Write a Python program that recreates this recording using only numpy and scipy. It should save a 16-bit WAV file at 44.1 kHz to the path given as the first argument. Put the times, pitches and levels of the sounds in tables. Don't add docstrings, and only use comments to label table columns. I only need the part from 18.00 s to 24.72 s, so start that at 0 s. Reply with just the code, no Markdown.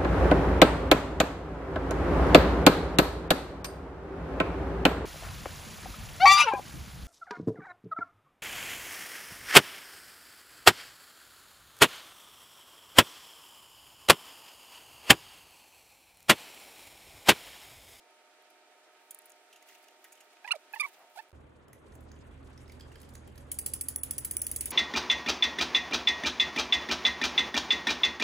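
import sys
import numpy as np
from scipy import signal
from scipy.fft import rfft, irfft, next_fast_len
from scipy.io import wavfile
from scipy.ndimage import uniform_filter1d, minimum_filter1d

SR = 44100
rng = np.random.default_rng(int(sys.argv[2]) if len(sys.argv) > 2 else 0)


def how_loud(loudness_db):
    steps = np.asarray(loudness_db, float) / 20
    return 10 ** steps


def generate_wav(signal):
    frames = np.transpose(np.atleast_2d(signal))
    scaled = np.clip(frames, -1, 1) * 32767
    pcm = np.round(scaled).astype(np.int16)
    wavfile.write(sys.argv[1], SR, pcm)


N = 296263
T = np.arange(N) / SR

# (frequency [Hz], left-right likeness [-1 to 1])
ROOM_LIKENESS = [(60, 0.89), (130, 0.62), (290, 0.71), (640, 0.87), (1410, 0.66), (3100, -0.021),
                 (6820, -0.32), (15000, 0.046)]


def in_time(rows):
    s, *columns = np.transpose(rows)
    return [np.interp(T, s, c) for c in columns]


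def at_hz(points, hz):
    return np.interp(np.log(hz), np.log(np.array(points)[:, 0]), np.array(points)[:, 1])


def rms_one(x):
    return x / np.sqrt(np.mean(x ** 2) + 1e-20)


def drift(rate):
    r = np.exp(-80 * np.pi * rate / SR)
    slow = signal.lfilter([1], [1, -2 * r, r * r], rng.standard_normal(N // 40 + 2002))[2000:]
    return np.interp(np.arange(N) / 40, np.arange(len(slow)), rms_one(slow))


def swell(start, hold, attack, release):
    return np.clip((T - start) / attack, 0, 1) * np.exp(-np.clip((T - start - hold) / release, 0, 50))


def high_pass(x, order, hz):
    return signal.sosfilt(signal.butter(order, hz, "high", fs=SR, output="sos"), x)


def resonance(x, hz, width_hz):
    r = np.exp(-np.pi * width_hz / SR)
    feedback = [1, -2 * r * np.cos(2 * np.pi * hz / SR), r * r]
    return signal.lfilter([(1 - r * r) / 2, 0, (r * r - 1) / 2], feedback, x + 1e-18)


def air(spectrum, likeness, patchy_db):
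    size = next_fast_len(N)
    hz = np.maximum(np.fft.rfftfreq(size, 1 / SR), 1)
    mid, side = rfft(rng.standard_normal((2, N)), size)
    alike = np.clip(at_hz(likeness, hz), -1, 1)
    pair = np.sqrt(1 + alike) * mid + np.sqrt(1 - alike) * side * [[1], [-1]]
    lowest_hz, highest_hz = spectrum[0][0], spectrum[-1][0]
    shaped = pair * how_loud(at_hz(spectrum, hz) - 60 * (hz < lowest_hz))
    octave = np.log2(hz / 20)
    out = np.zeros((2, N))
    for k in range(11):
        if lowest_hz / 2 < 20 * 2 ** k < highest_hz * 2:
            band = irfft(shaped * np.clip(1 - abs(octave - k), 0, 1))[:, :N]
            out += band * how_loud(patchy_db * drift(23))
    return rms_one(out)


def placed(x, pan_db, lag):
    return np.array([np.interp(T - lag / SR, T, x), x]) * how_loud(np.array([[.5], [-.5]]) * pan_db)


def room(x):
    # (frequency [Hz], decay time T60 [s])
    room_t60 = [(500, 0.098), (3000, 0.3), (10000, 0.21), (16000, 0.08)]
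    size = next_fast_len(N + SR // 2)
    hz = np.maximum(np.fft.rfftfreq(size, 1 / SR), 1)
    out = np.zeros((2, len(hz)), complex)
    for k, lag in enumerate(rng.uniform(.005, .03, 16)):
        echo = how_loud(-60 * lag / at_hz(room_t60, hz)) * np.exp(-2j * np.pi * hz * lag)
        out[k % 2] += (-1) ** (k // 2) * echo / (1 - echo)
    return irfft(out * rfft(x, size), size)[:, :N] / 3


def rattle(lengths, spiky, attack):
    t = np.arange(3500) / SR
    shape = (len(lengths), 3500)
    grains = rng.standard_normal(shape) * np.exp(spiky * rng.standard_normal(shape))
    return grains * (1 - np.exp(-t / attack)) * np.exp(-t / np.clip(lengths, .0003, .012)[:, None])


def struck(bursts, dbs, modes, vary_db):
    strength = how_loud(dbs[:, None] + vary_db * rng.standard_normal((len(dbs), len(modes))))
    return sum((-1) ** k * how_loud(db) * strength[:, [k]] * resonance(bursts, hz, width)
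               for k, (hz, width, db) in enumerate(modes))


def levelled(rows, dbs):
    return rows * (how_loud(dbs) / np.sqrt(np.mean(rows[:, :SR // 200] ** 2, axis=1)))[:, None]


def add(out, times, rows):
    for s, row in zip(times, rows):
        span = out[round(s * SR):][:len(row)]
        span += row[:len(span)]
    return out


def ticks(s, peak, middle, low, ring_hz, length, modes, top_db, middle_db, low_db):
    bursts = rattle(length, spiky=0.37, attack=0.0018)
    rows = struck(bursts, peak + top_db, modes[2:], vary_db=2.5)
    rows = rows + struck(bursts, middle + middle_db, modes[:2], vary_db=4.0)
    rings = [how_loud(db + low_db) * resonance(burst, hz, 225) for burst, hz, db in zip(bursts, ring_hz, low)]
    return add(np.zeros(N), s, rows + rings)


def quiet_room():
    # (time [s], level [dB])
    room_level = [(0.0, -66.5), (2.96, -65.5), (3.33, -67.5)]
    # (frequency [Hz], density [dB per Hz])
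    room_colour = [(53, -96), (90, -57.5), (330, -11), (368, -10), (568, -14.5), (606, -10.5), (706, -7.5),
                   (858, -14), (935, -15.5), (1090, -19), (1240, -13), (2380, -14.5), (6500, -24.5),
                   (9000, -25.5), (14000, -36), (15100, -34), (16400, -43)]
    # (frequency [Hz], level [dB rms])
    fan_tones = [(382.2, -79.5), (613.7, -72.5), (721.4, -74), (915.2, -73), (1276, -77), (2353, -82.5)]
    level_db, = in_time(room_level)
    tones = np.zeros(N)
    for hz, db in fan_tones:
        level = how_loud(db + 0.77 * drift(4.3)) * np.sqrt(2)
        tones += level * np.sin(2 * np.pi * np.cumsum(hz + 1.58 * drift(3.2)) / SR)
    hiss = how_loud(level_db + 3.5) * air(room_colour, ROOM_LIKENESS, patchy_db=1.05)
    return (hiss + tones) * how_loud([[-1.1], [1.1]])


def street():
    # (time [s], engine load [dB], chain drag [dB])
    effort = [(3.33, -52, -79), (3.51, -58.5, -79.5), (3.73, -66, -80.5), (3.88, -57.5, -73.5),
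              (3.99, -50, -78), (4.23, -50.5, -72), (4.8, -50, -70), (5.5, -50, -70.5), (6.22, -50, -66.5),
              (6.72, -49, -60.5)]
    # (frequency [Hz], density [dB per Hz])
    street_colour = [(88, -2.5), (150, -4), (183, -12), (248, -6), (575, -8), (656, -12.5), (1340, -17),
                     (3500, -30.5), (4550, -42), (7700, -120)]
    # (frequency [Hz], density [dB per Hz])
    chain_hiss = [(900, -34), (1500, -6.5), (3300, -11.5), (5600, -16.5), (6500, -16.5), (6950, -11),
                  (7600, -16.5), (8300, -2.5), (9000, -16.5), (11000, -24.5), (12400, -20.5), (13500, -27),
                  (14900, -33), (16000, -49)]
    # (frequency [Hz], left-right likeness [-1 to 1])
    street_likeness = [(60, 0.78), (130, 0.66), (290, 0.43), (640, 0.091), (1410, 0.2), (3100, 0.083),
                       (6820, 0.1), (15000, 0.27)]
    # (frequency [Hz], level [dB])
    firing_orders = [(38.4, -9.5), (76.6, 4), (119.7, -5)]
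    # (frequency [Hz], width [Hz], level [dB])
    engine_hums = [(55, 9.7, -5), (70, 19, -13), (93, 7.2, -23), (122.7, 14, -11), (138.3, 3, -10),
                   (214.4, 6.8, -13), (250.8, 26, -10.5), (264, 4, -15), (320.3, 1.4, -16),
                   (383.4, 5.8, -16.5)]
    engine_db, hiss_db = in_time(effort)
    noise_db = -56.5 + 0.085 * (engine_db + 53.0) + 0.16 * (hiss_db + 73.0)
    white = rng.standard_normal(N)
    hums = sum(how_loud(db) * rms_one(resonance(resonance(white, hz, width), hz, 3 * width))
               for hz, width, db in engine_hums)
    firing = sum(how_loud(db + .8 * drift(2.5)) * np.sin(2 * np.pi * hz * T + .3 * drift(1.5))
                 for hz, db in firing_orders)
    engine = how_loud(engine_db - 5.0) * placed(hums + firing, pan_db=-4.0, lag=1.7)
    noise = how_loud(noise_db) * air(street_colour, street_likeness, patchy_db=2.0)
    return engine + noise + how_loud(hiss_db + 3.5) * air(chain_hiss, street_likeness, patchy_db=4.5)


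def rubbing():
    # (time [s], hold [s], level [dB])
    strokes = [
        (1.657, 0.13, -61),
        (2.018, 0.22, -74),
        (2.731, 0.16, -56),
        (3.135, 0.04, -62),
    ]
    # (frequency [Hz], density [dB per Hz])
    rub_colour = [(900, -36), (2050, -3.5), (3000, -3.5), (5000, -9.5), (10500, -9), (15500, -7.5),
                  (16500, -5)]
    level = how_loud(-75) * (T > 0.92)
    for s, hold, db in strokes:
        level = level + how_loud(db) * swell(s, hold, attack=0.02, release=0.049)
    hiss = level * how_loud(2.5 * drift(28)) * air(rub_colour, ROOM_LIKENESS, patchy_db=3.5)
    noise = rng.standard_normal(N)
    thud = how_loud(-84.5) * rms_one(resonance(resonance(noise, 162, 36), 162, 46))
    brush = how_loud(-59) * rms_one(resonance(resonance(noise, 681, 520), 681, 500))
    return hiss + (thud + brush) * np.interp(T, [2.95, 3.015, 3.08], [0, 1, 0])


def bolt_key():
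    # (time [s], bright level [dB], ring level [dB], ring [Hz], rattle length [s])
    key_ticks = [(0.1082, -56, -72, 2220, .0022), (0.423, -52, -63, 1640, 0.0018),
                 (0.501, -51, -63, 2470, 0.0049), (1.1066, -32.5, -53, 3420, 0.0048),
                 (1.1137, -46, -55, 1770, 0.0034), (1.1458, -24.5, -52, 1730, 0.0016),
                 (1.188, -27.5, -72, 2640, 0.0013), (1.218, -46, -69, 2120, 0.0022),
                 (1.243, -47, -80, 2000, 0.0012), (1.2546, -42.5, -88, 1610, 0.0052),
                 (1.295, -39, -70, 2280, 0.0019), (1.301, -46, -54, 2360, .0027),
                 (1.318, -41, -56, 1600, 0.002), (1.36, -59, -70, 3000, 0.0022),
                 (1.526, -54, -50, 2930, 0.0092), (1.558, -56, -53, 2900, 0.0097),
                 (1.623, -48.5, -52, 2080, 0.0037), (1.685, -49, -53, 2900, 0.0061),
                 (1.694, -71, -50.5, 2050, 0.0073), (1.72, -70, -51, 2060, 0.0043),
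                 (1.749, -54, -50, 2720, 0.0041), (1.841, -52, -50, 1800, 0.0027),
                 (1.8826, -48, -45, 2890, 0.0026), (1.908, -54, -57, 2900, 0.0022),
                 (2.041, -44.5, -48.5, 3020, 0.0056), (2.044, -74, -49, 1850, 0.01),
                 (2.0625, -62, -58, 3500, .001), (2.332, -46, -85, 2500, 0.0012),
                 (2.438, -58, -80, 2500, .002), (2.121, -46.5, -57.5, 2390, 0.0084),
                 (2.153, -50, -59, 2850, 0.0022), (2.174, -49, -52, 3100, 0.0028),
                 (2.204, -51.5, -54, 2800, 0.0078), (2.368, -80, -51, 2460, 0.0042),
                 (2.443, -70, -31, 2290, .001), (2.475, -78, -32, 2450, 0.0028),
                 (2.551, -44, -40.5, 2280, 0.0021), (2.788, -60, -45, 2710, 0.00088),
                 (2.728, -36, -49, 1703, 0.0016)]
    # (frequency [Hz], width [Hz], level [dB])
    steel_modes = [(4600, 660, -3), (6800, 1000, 7.5), (10280, 1300, 12), (11450, 920, 13),
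                   (14800, 1700, 9.5)]
    s, peak, low, ring_hz, length = np.transpose(key_ticks)
    return ticks(s, peak, 0.66 * peak + 0.43 * low, low, ring_hz, length, steel_modes,
                 top_db=-7.5, middle_db=4.5, low_db=16.5)


def chain():
    # (time [s], bright level [dB], middle level [dB], ring level [dB])
    link_ticks = [(3.682, -53.5, -55, -60), (3.7296, -48, -53, -53), (3.921, -67, -55, -60),
                  (3.952, -52.5, -61, -55.5), (4.0066, -51.5, -86, -70), (4.115, -59, -49.5, -58),
                  (4.472, -72, -54, -62), (4.576, -76, -54, -51), (4.6784, -62, -60, -62),
                  (4.6956, -79, -55, -49), (4.7188, -51, -49, -55), (4.798, -53, -58, -44),
                  (4.808, -48, -62, -67), (4.9187, -60, -62, -61), (4.956, -55, -54, -50),
                  (5.0004, -51, -55, -61), (5.015, -45, -62, -59), (5.03, -48, -54, -59.5),
                  (5.0898, -46, -62, -77), (5.137, -54, -71, -75), (5.152, -43.5, -44, -48),
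                  (5.275, -49, -67, -59), (5.356, -52, -61, -55), (5.3775, -49, -49, -59)]
    # (frequency [Hz], width [Hz], level [dB])
    link_modes = [(4100, 3200, 3), (6950, 170, 9.5), (7500, 1700, 5), (11800, 3100, 6), (15200, 1800, 4)]
    s, peak, middle, low = np.transpose(link_ticks)
    spread = rng.standard_normal((len(s), 2))
    ring_hz = 1866 * (1 + 0.065 * spread[:, 0])
    length_s = 0.0024 * how_loud(2 * spread[:, 1])
    return ticks(s, peak, middle, low, ring_hz, length_s, link_modes, top_db=0.0, middle_db=5.0, low_db=22.5)


def plates():
    # (time [s], peak level [dB], ring [Hz])
    plate_rings = [(3.682, -57, 3100), (3.73, -50, 6360), (3.7804, -58, 3220), (3.9215, -53, 3470),
                   (3.954, -59, 6500), (4.1157, -51, 5240), (4.163, -51, 2980), (4.189, -56.5, 6800),
                   (4.3127, -59, 3460), (4.4284, -58, 4400), (4.4723, -59, 3480), (4.5302, -55, 4820),
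                   (4.5766, -48, 5430), (4.5775, -53, 3700), (4.6594, -53, 3800), (4.679, -58, 5160),
                   (4.6798, -55, 2600), (4.6963, -52, 4900), (4.7223, -43.5, 4440), (4.742, -55, 4500),
                   (4.7963, -44, 4900), (4.808, -41, 4770), (4.809, -46, 3300), (4.809, -54, 7500),
                   (4.825, -67, 4400), (4.917, -49, 2800), (4.956, -45, 4700), (4.9563, -44, 3100),
                   (5.0016, -53, 4200), (5.0308, -49, 5010), (5.032, -48, 3170), (5.0954, -63, 3060),
                   (5.1358, -56, 3500), (5.1515, -40, 6800), (5.153, -56, 3730), (5.276, -51, 3100),
                   (5.3245, -56, 3010), (5.355, -56, 4100), (5.375, -52, 3600)]
    s, peak, ring_hz = np.transpose(plate_rings)
    bursts = rattle(np.full(len(s), .0022), spiky=0.8, attack=0.001)
    rows = []
    for burst, hz, db in zip(bursts, ring_hz, peak):
        ring = resonance(burst, hz, 265) + 0.19 * resonance(burst, 1.52 * hz, 450)
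        rows.append(how_loud(db + 9.5) * ring)
    return add(np.zeros(N), s - .0007, rows)


def squeak():
    # (time [s], hold [s], level [dB], sharpness [dB per partial], scrape level [dB])
    slips = [(2.445, 0.012, -47.5, 4, -71), (2.462, 0.0072, -51, -10, -65), (2.475, 0.015, -47, 5, -55),
             (2.493, .012, -50, -8, -94), (2.507, 0.0087, -35, 8, -54), (2.5152, 0.006, -38, 11, -26),
             (2.521, 0.002, -32, 3.5, -34), (2.525, 0.023, -46, -4, -87), (2.554, 0.0088, -45, -14, -57),
             (2.735, 0.0092, -43, 4.5, -70), (2.75, 0.0061, -54, -1, -75.5), (2.7588, 0.0047, -46, 3, -74),
             (2.765, 0.012, -46.5, -3.5, -72), (2.7967, 0.0069, -43.5, 16, -33.5),
             (2.804, 0.0079, -37, 6.5, -27.5), (2.813, 0.0088, -38, 7, -67), (2.827, 0.0088, -45, 6, -87),
             (2.835, 0.0096, -43.5, 10.5, -62), (2.848, 0.0088, -37, 1, -68),
             (2.861, 0.0061, -48, -20, -59), (2.872, 0.0051, -56, -17, -66), (3.157, 0.013, -54, -22, -65),
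             (3.172, 0.018, -49.5, -1.5, -52.5), (3.187, 0.017, -46.5, -1, -70)]
    # (time [s], slip rate [Hz])
    slip_rate = [
        [(2.445, 816), (2.456, 835), (2.477, 1010), (2.5, 914), (2.509, 1222), (2.517, 1439), (2.525, 1389),
         (2.543, 668.5), (2.57, 572)],
        [(2.735, 861), (2.748, 840), (2.756, 864), (2.761, 1008), (2.766, 912), (2.771, 880), (2.778, 906),
         (2.787, 893)],
        [(2.797, 1137), (2.806, 1222), (2.821, 1167), (2.827, 1136), (2.833, 982), (2.838, 1123), (2.858, 1148),
         (2.867, 944), (2.882, 910)],
        [(3.157, 949), (3.176, 701), (3.196, 898), (3.215, 853)],
    ]
    # (frequency [Hz], gain [dB])
    arm_gain = [(700, 3), (1300, -4), (1700, -3), (2400, 0), (2850, 0), (3300, -42), (3600, -17.5),
                (4300, -12)]
    # (frequency [Hz], level [dB])
    seal_bright = [(2650, -35), (4500, -6), (7220, -25), (8500, -15), (9700, -11.5), (11000, -11.5),
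                   (12100, -24), (13200, -33), (16000, -29)]
    hz, = in_time(np.concatenate(slip_rate))
    shapes = np.array([swell(s, hold, attack=0.0021, release=0.0029) for s, hold, *_ in slips])
    _, _, level_db, sharp_db, scrape_db = np.transpose(slips)
    phase = 2 * np.pi * np.cumsum(hz * (1 + 0.0024 * drift(220))) / SR

    def partial(k):
        return np.sin(k * phase + k * k)

    low = np.zeros(N)
    for k in range(3):
        level = how_loud(level_db + k * sharp_db + 2.0) @ shapes
        gain_db = at_hz(arm_gain, (k + 1) * hz) - 7.5 * (k == 2)
        low += level * how_loud(gain_db) * np.sin((k + 1) * phase + k * k)

    buzz = sum(how_loud(db) * partial(k) for k, db in enumerate([-18, -15, -19.5], start=4))
    buzz = np.clip((990 - hz) / 100, 0, 1) * buzz
    low = low + how_loud(level_db + np.minimum(sharp_db, 0)) @ shapes * buzz * how_loud(3.0 * drift(300))

    high = np.zeros(N)
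    smoothing_db = 45 * 2 * np.maximum(hz / 1230 - 1, 0)
    for k in range(4, 14):
        loss_db = smoothing_db * np.exp(-((k - 8.2) / 1.2) ** 2)
        high += how_loud(at_hz(seal_bright, k * hz) - loss_db) * (k * hz < 16000) * partial(k)

    scrape_band = signal.butter(2, [2600, 15500], "band", fs=SR, output="sos")
    hiss = rms_one(signal.sosfilt(scrape_band, rng.standard_normal(N)))
    hiss = hiss + 4.7 * resonance(hiss, 3200, 2300)
    tonal = np.clip((scrape_db + 60) / 12, 0, 1)
    top = (how_loud(scrape_db - 1.5) * tonal) @ shapes * high
    top = top + (how_loud(scrape_db - 6.0) * (1 - 0.994 * tonal)) @ shapes * hiss
    low = low * (1 + 0.045 * resonance(rng.standard_normal(N), 420, 820) * 4)
    return high_pass((low + top) * how_loud(drift(130)), 4, 420)


def freewheel():
    # (time [s], level [dB], bounce length [s], firmness of the lower modes [dB])
    pawl_drops = [(5.5154, -32, 0.0043, 2), (5.587, -31.5, 0.005, 1), (5.661, -29, 0.0035, 1.5),
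                  (5.7353, -29.5, 0.0035, -1), (5.81, -30.5, 0.0043, 0.5), (5.8842, -29, .003, -1.5),
                  (5.96, -28, 0.00066, 2.5), (6.033, -28.5, 0.0021, 0), (6.109, -28.5, 0.0016, 0.5),
                  (6.1804, -31.5, 0.0052, -1), (6.247, -31, 0.005, -1.5), (6.3098, -30, 0.0034, 1.5),
                  (6.3677, -27, 0.00056, 4), (6.4164, -27.5, 0.003, -1.5), (6.466, -30, 0.0028, 1),
                  (6.5132, -31.5, 0.0028, 1), (6.5606, -32, 0.0036, -2), (6.608, -30.5, 0.0045, 0.5),
                  (6.6563, -31, 0.0035, 0.5), (6.7054, -34, 0.0055, 1)]
    # (frequency [Hz], width [Hz], level [dB])
    hub_low = [(1850, 71, 2), (2210, 130, 0.5), (2890, 89, -2), (3150, 140, -3.5), (3600, 170, -5)]
    hub_middle = [(4700, 240, -1), (5400, 220, -10), (5760, 260, -7), (6750, 97, 4), (7560, 360, -7)]
    hub_top = [(9930, 580, -0.5), (10330, 310, 0), (10490, 180, 2), (10900, 540, -1.5), (11960, 350, -6),
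               (12340, 130, -2), (13480, 130, -2), (13140, 1100, -8), (13500, 700, -9.5),
               (15150, 520, -6.5), (16400, 260, -7)]
    flange_modes = [(8400, 330, 1), (9040, 300, -7.5)]
    crack_modes = [(2600, 9300, -8.5), (5700, 18000, -14), (11600, 3200, -14), (14800, 6000, -2.5)]
    flange_db = [-3.5, -1.5, -4, -6.5, -3.5, -6, -8.5, -8.5, -5, -4.5, -4, -5, -6, -7, -7.5, -4.5, -1, -3.5,
                 -5, -6]
    s, level_db, length, firm_db = np.transpose(pawl_drops)
    even = 0 * s
    bursts = rattle(length, spiky=0.28, attack=0.0004)
    snap = rattle(0.67 * length, spiky=0.2, attack=0.00055)
    steady_db = level_db.mean() + firm_db
    rows = levelled(struck(bursts, even, hub_top, vary_db=1.0), level_db + 1.0)
    rows = rows + levelled(struck(bursts, even, flange_modes, vary_db=2.0), level_db + flange_db + 2.5)
    rows = rows + levelled(struck(snap, even, hub_middle, vary_db=7.5), steady_db - 18.0)
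    rows = rows + levelled(struck(snap, even, hub_low, vary_db=1.5), steady_db - 22.0)
    crack = struck(rattle(4.2 * length, spiky=0.25, attack=0.0019), even, crack_modes, vary_db=-1.0)
    return add(np.zeros(N), s, rows), add(np.zeros(N), s, levelled(crack, level_db - 13.5))


def scene():
    # (start [s], end [s])
    dropouts = [
        (3.2895, 3.2925),
        (3.299, 3.304),
        (3.309, 3.3155),
        (3.3205, 3.329),
    ]
    # (frequency [Hz], left minus right [dB])
    hub_balance = [(1900, -4), (2500, -1), (3400, 2), (4000, 0), (5500, 3.5), (7200, -7), (7900, -3),
                   (8300, -5), (9000, -1.5), (10000, 0.2)]
    # (frequency [Hz], lead of the left port [rad])
    hub_lead = [(0, -1.5), (2000, -1.5), (2500, .3), (3200, 1.2), (3700, 2.7), (4100, 5.3), (4700, 6),
                (5400, 9.1), (5700, 11.9), (7000, 12.6), (7600, 11.9), (8000, 8.9), (8700, 8.9),
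                (9200, 8.2), (10800, 6.3), (11500, 6), (12300, 4.3), (13400, 3.14), (15300, .3),
                (16100, .3)]
    # (frequency [Hz], common share [0 to 1])
    ports_share = [(5000, 0), (6500, .9), (16000, .95)]
    seal = squeak()
    pawls, crack = freewheel()
    key = bolt_key()
    links = chain() + plates()

    first = placed(seal, pan_db=-9.5, lag=4.4) + placed(key, pan_db=-1.0, lag=-0.84)
    first = first + quiet_room() + rubbing()
    first = first + room(how_loud(-53) * seal + how_loud(-16.5) * key)
    first = high_pass(first, 3, 110)

    size = next_fast_len(N)
    hz = np.maximum(np.fft.rfftfreq(size, 1 / SR), 1)
    left_port = how_loud(at_hz(hub_balance, hz)) * np.exp(1j * np.interp(hz, *np.transpose(hub_lead)))
    hub = np.array([irfft(rfft(pawls, size) * left_port, size)[:N], pawls])
    second = placed(links + crack, pan_db=-2.5, lag=-1.7) + street()
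    second = second + room(how_loud(-4) * links + how_loud(-7.0) * pawls + how_loud(-2.5) * crack)
    left, right = rfft(second, size)
    share = at_hz(ports_share, hz)
    shared_left = irfft(share * left_port * right + np.sqrt(1 - share ** 2) * left, size)[:N]
    second = hub + [shared_left, second[1]]

    gate = 1 - 0.93 * sum((T > start) & (T < end) for start, end in dropouts)
    return np.where(T < 3.329, first * uniform_filter1d(gate, size=30), second)


def starve(x):
    hz, _, cells = signal.stft(x, SR, nperseg=512)
    power = uniform_filter1d(np.mean(abs(cells) ** 2, axis=0), size=2, axis=0)
    treble = power[hz > 7500].max(axis=0)
    lasting = minimum_filter1d(uniform_filter1d(treble, size=3), size=5)
    in_range = ((hz > 3000) & (hz < 14200))[:, None]
    weak = (power < lasting * how_loud(2 * -20)) & in_range
    return signal.istft(cells * (1 - weak), SR, nperseg=512)[1][:, :N]


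def low_pass(x):
    return signal.sosfilt(signal.butter(12, 16810, fs=SR, output="sos"), x)


def record(dry):
    cut = signal.sosfilt(signal.cheby2(10, 50, 16550, fs=SR, output="sos"), dry)
    return low_pass(starve(cut))


dry = scene()
out = record(dry)
generate_wav(out)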